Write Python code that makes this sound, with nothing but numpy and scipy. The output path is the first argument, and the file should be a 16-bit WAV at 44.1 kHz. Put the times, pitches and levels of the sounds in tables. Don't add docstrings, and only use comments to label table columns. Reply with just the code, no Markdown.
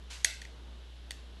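import sys
import numpy as np
from scipy import signal
from scipy.fft import rfft, irfft
from scipy.io import wavfile
from scipy.ndimage import uniform_filter1d

SR = 44100
rng = np.random.default_rng(int(sys.argv[2]) if len(sys.argv) > 2 else 0)


def persist_wave(psi):
    counts = np.round(np.clip(psi, -1, 1) * 32767).astype(np.int16)
    wavfile.write(sys.argv[1], SR, np.atleast_2d(counts).T)


def gain_from_db(level_db):
    decades = np.asarray(level_db, float) / 20
    return 10 ** decades


N = 61739


def level(x, db):
    return x * gain_from_db(db) / np.sqrt(np.mean(x ** 2))


def colour(x, shape):
    hz, db = np.array(shape).T
    log_hz = np.log(np.maximum(np.fft.rfftfreq(N, 1 / SR), 1))
    below = np.maximum(np.log(hz[0]) - log_hz, 0)
    above = np.maximum(log_hz - np.log(hz[-1]), 0)
    gain_db = np.interp(log_hz, np.log(hz), db) - 30 * (below + above)
    return irfft(rfft(x) * gain_from_db(gain_db), N)


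def walk(rate_hz):
    span = int(SR / rate_hz)
    drift = uniform_filter1d(rng.standard_normal(N), span)
    drift = uniform_filter1d(drift, span)
    return drift / drift.std()


def ring(favoured_hz):
    # pitch in Hz, level in dB, time to fall by 60 dB in ms.
    tool_modes = [(300, -30, 11), (895, -12, 11), (1657, -6, 7), (1905, 0.5, 10.1), (2500, -5, 7.4),
                  (3400, -3.5, 6.2), (4600, -5, 9.6), (5580, -9, 6.96), (6745, 1, 5.34), (7440, -10.5, 6.8),
                  (8170, -1.5, 6.3), (10090, -10.5, 10), (10800, -9, 5), (11850, -11, 5)]
    favour_db = 5
    t = np.arange(2000) / SR
    total = np.zeros(len(t))
    for k, (hz, db, t60_ms) in enumerate(tool_modes):
        strength = gain_from_db(db - favour_db * np.log2(hz / favoured_hz) ** 2)
        fade = np.exp(-np.log(1000) * t / t60_ms * 1000)
        total += (-1) ** k * strength * np.sin(2 * np.pi * hz * t) * fade
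    return total


def riveter():
    # start in seconds, level in dB, favoured pitch in Hz, chatter length in ms.
    contacts = [(0.2443, -43, 6000, 0.46), (0.2456, -18, 6500, 1.2), (0.247, -19.5, 3700, 0.67),
                (0.2475, -20, 2500, 1.04), (.2490, -23, 5030, 0.99), (0.2547, -31.5, 6500, 1.7),
                (.4168, -45.5, 5800, 1.2), (.4180, -41, 2620, 1), (0.4201, -51, 4000, 1.1),
                (0.4265, -53, 3620, .6), (0.4492, -54, 5000, 0.84), (0.4497, -56.5, 1600, 1.1),
                (.4520, -43.5, 2300, 1.5), (1.1066, -52.5, 6000, 0.77), (1.1077, -36, 5830, 1.3),
                (1.1088, -35, 2620, 0.73), (1.1167, -43, 3800, 1)]
    chatter_per_s, chatter_db = 4810, 5
    out, blows = np.zeros(N), np.zeros(N)
    t_ms = np.arange(256) / SR * 1000
    for start_s, db, hz, chatter_ms in contacts:
        chance = rng.random(len(t_ms))
        strength = gain_from_db(chatter_db * rng.standard_normal(len(t_ms)))
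        sign = rng.choice([-1, 1], len(t_ms))
        happens = np.clip((chatter_per_s / SR - chance) * 20 + 0.5, 0, 1)
        hits = happens * sign * strength * np.exp(-(t_ms / chatter_ms) ** 2)
        hits[0] = np.abs(hits).max() + 0.5
        sound = np.convolve(hits, ring(hz))
        sound = sound * gain_from_db(db) / np.sqrt(np.mean(sound[:100] ** 2))
        i = int(start_s * SR)
        out[i:i + len(sound)] += sound
        blows[i] = np.sqrt(np.sum(sound ** 2))
    return out, blows


def slide():
    # frequency in Hz, strength in dB per Hz.
    scrape_tone = [(240, -55), (400, -24), (668, -14), (852, -12), (968, -6.5), (1090, -9), (2590, -4),
                   (6270, -7), (12100, -21.5), (15700, -48.5), (22000, -120)]
    start_s, rise_s, hold_s = 0.097, 0.011, 0.048
    fade_db_per_s, grit_db = 126.5, 0.5
    t = np.arange(N) / SR - start_s
    rough = rng.standard_normal(N) * gain_from_db(grit_db * walk(300))
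    scrape = level(colour(rough, scrape_tone), -46.5)
    fade = gain_from_db(-fade_db_per_s * np.maximum(t - hold_s, 0))
    return scrape * np.clip(t / rise_s, 0, 1) * fade


def room(blows):
    # centre in Hz, level in dB, time to fall by 60 dB in seconds.
    room_bands = [(770, -4, .35), (1960, 3, 0.44), (2840, -1, 0.53), (4200, 1.5, .42), (6500, -2.5, 0.4),
                  (9000, -16, .32), (11500, -10, 0.33)]
    room_db, gap_s, build_s = -10, 0.0034, 0.003
    spread = 1.25
    t = np.arange(N) / SR - gap_s
    tail = np.zeros(N)
    for hz, db, t60_s in room_bands:
        sos = signal.butter(2, [hz / spread, hz * spread], "bandpass", fs=SR, output="sos")
        band = signal.sosfilt(sos, rng.standard_normal(N))
        tail += band * gain_from_db(db) * np.exp(-np.log(1000) * t / t60_s)
    tail = tail * np.clip(t / build_s, 0, 1)
    tail = tail * gain_from_db(room_db) / np.sqrt(np.sum(tail ** 2))
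    return signal.fftconvolve(blows, tail)[:N]


def hum():
    mains_hz, crest_s, wobble_db, second_db = 60.0, 0.407, 0.7, -25
    phase = 2 * np.pi * mains_hz * (np.arange(N) / SR - crest_s)
    first = np.cos(phase) * gain_from_db(wobble_db * walk(9.3))
    second = gain_from_db(second_db) * np.cos(2 * phase)
    return level(first + second, -47.5)


def air():
    # frequency in Hz, strength in dB per Hz.
    rumble_tone = [(22, -3), (144, -3), (446, -7.5), (750, -12), (1000, -13), (1500, -18), (2000, -39)]
    hiss_tone = [(880, -28.5), (1500, -4.5), (2420, -7.5), (2890, -1.5), (3850, -2.5), (4710, -9.5),
                 (9300, -22.5), (11300, -21.5), (12100, -23.5), (15700, -55), (22000, -120)]
    # time in seconds, level in dB.
    rumble_course = [(0.0, -63), (0.096, -63.5), (0.24, -65.5), (0.868, -61.5), (1.246, -63), (1.4, -62)]
    rumble_db, swell_db, hiss_db = 3.5, 1.5, -61.5
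    rumble = level(colour(rng.standard_normal(N), rumble_tone), rumble_db)
    course_db = np.interp(np.arange(N) / SR, *np.array(rumble_course).T)
    rumble = rumble * gain_from_db(course_db + swell_db * walk(4.6))
    hiss = level(colour(rng.standard_normal(N), hiss_tone), hiss_db)
    return rumble + hiss


def scene():
    tool, blows = riveter()
    return (tool + room(blows) + slide() + hum() + air())[None]


def top_cut(x):
    return signal.sosfilt(signal.butter(12, 12230, fs=SR, output="sos"), x)


def record(dry):
    top_hz, offset = 11870, 0.0003
    sos = signal.ellip(10, 0.3, 60, top_hz, fs=SR, output="sos")
    mix = signal.sosfilt(sos, dry) + offset
    return top_cut(mix)


dry = scene()
out = record(dry)
persist_wave(out)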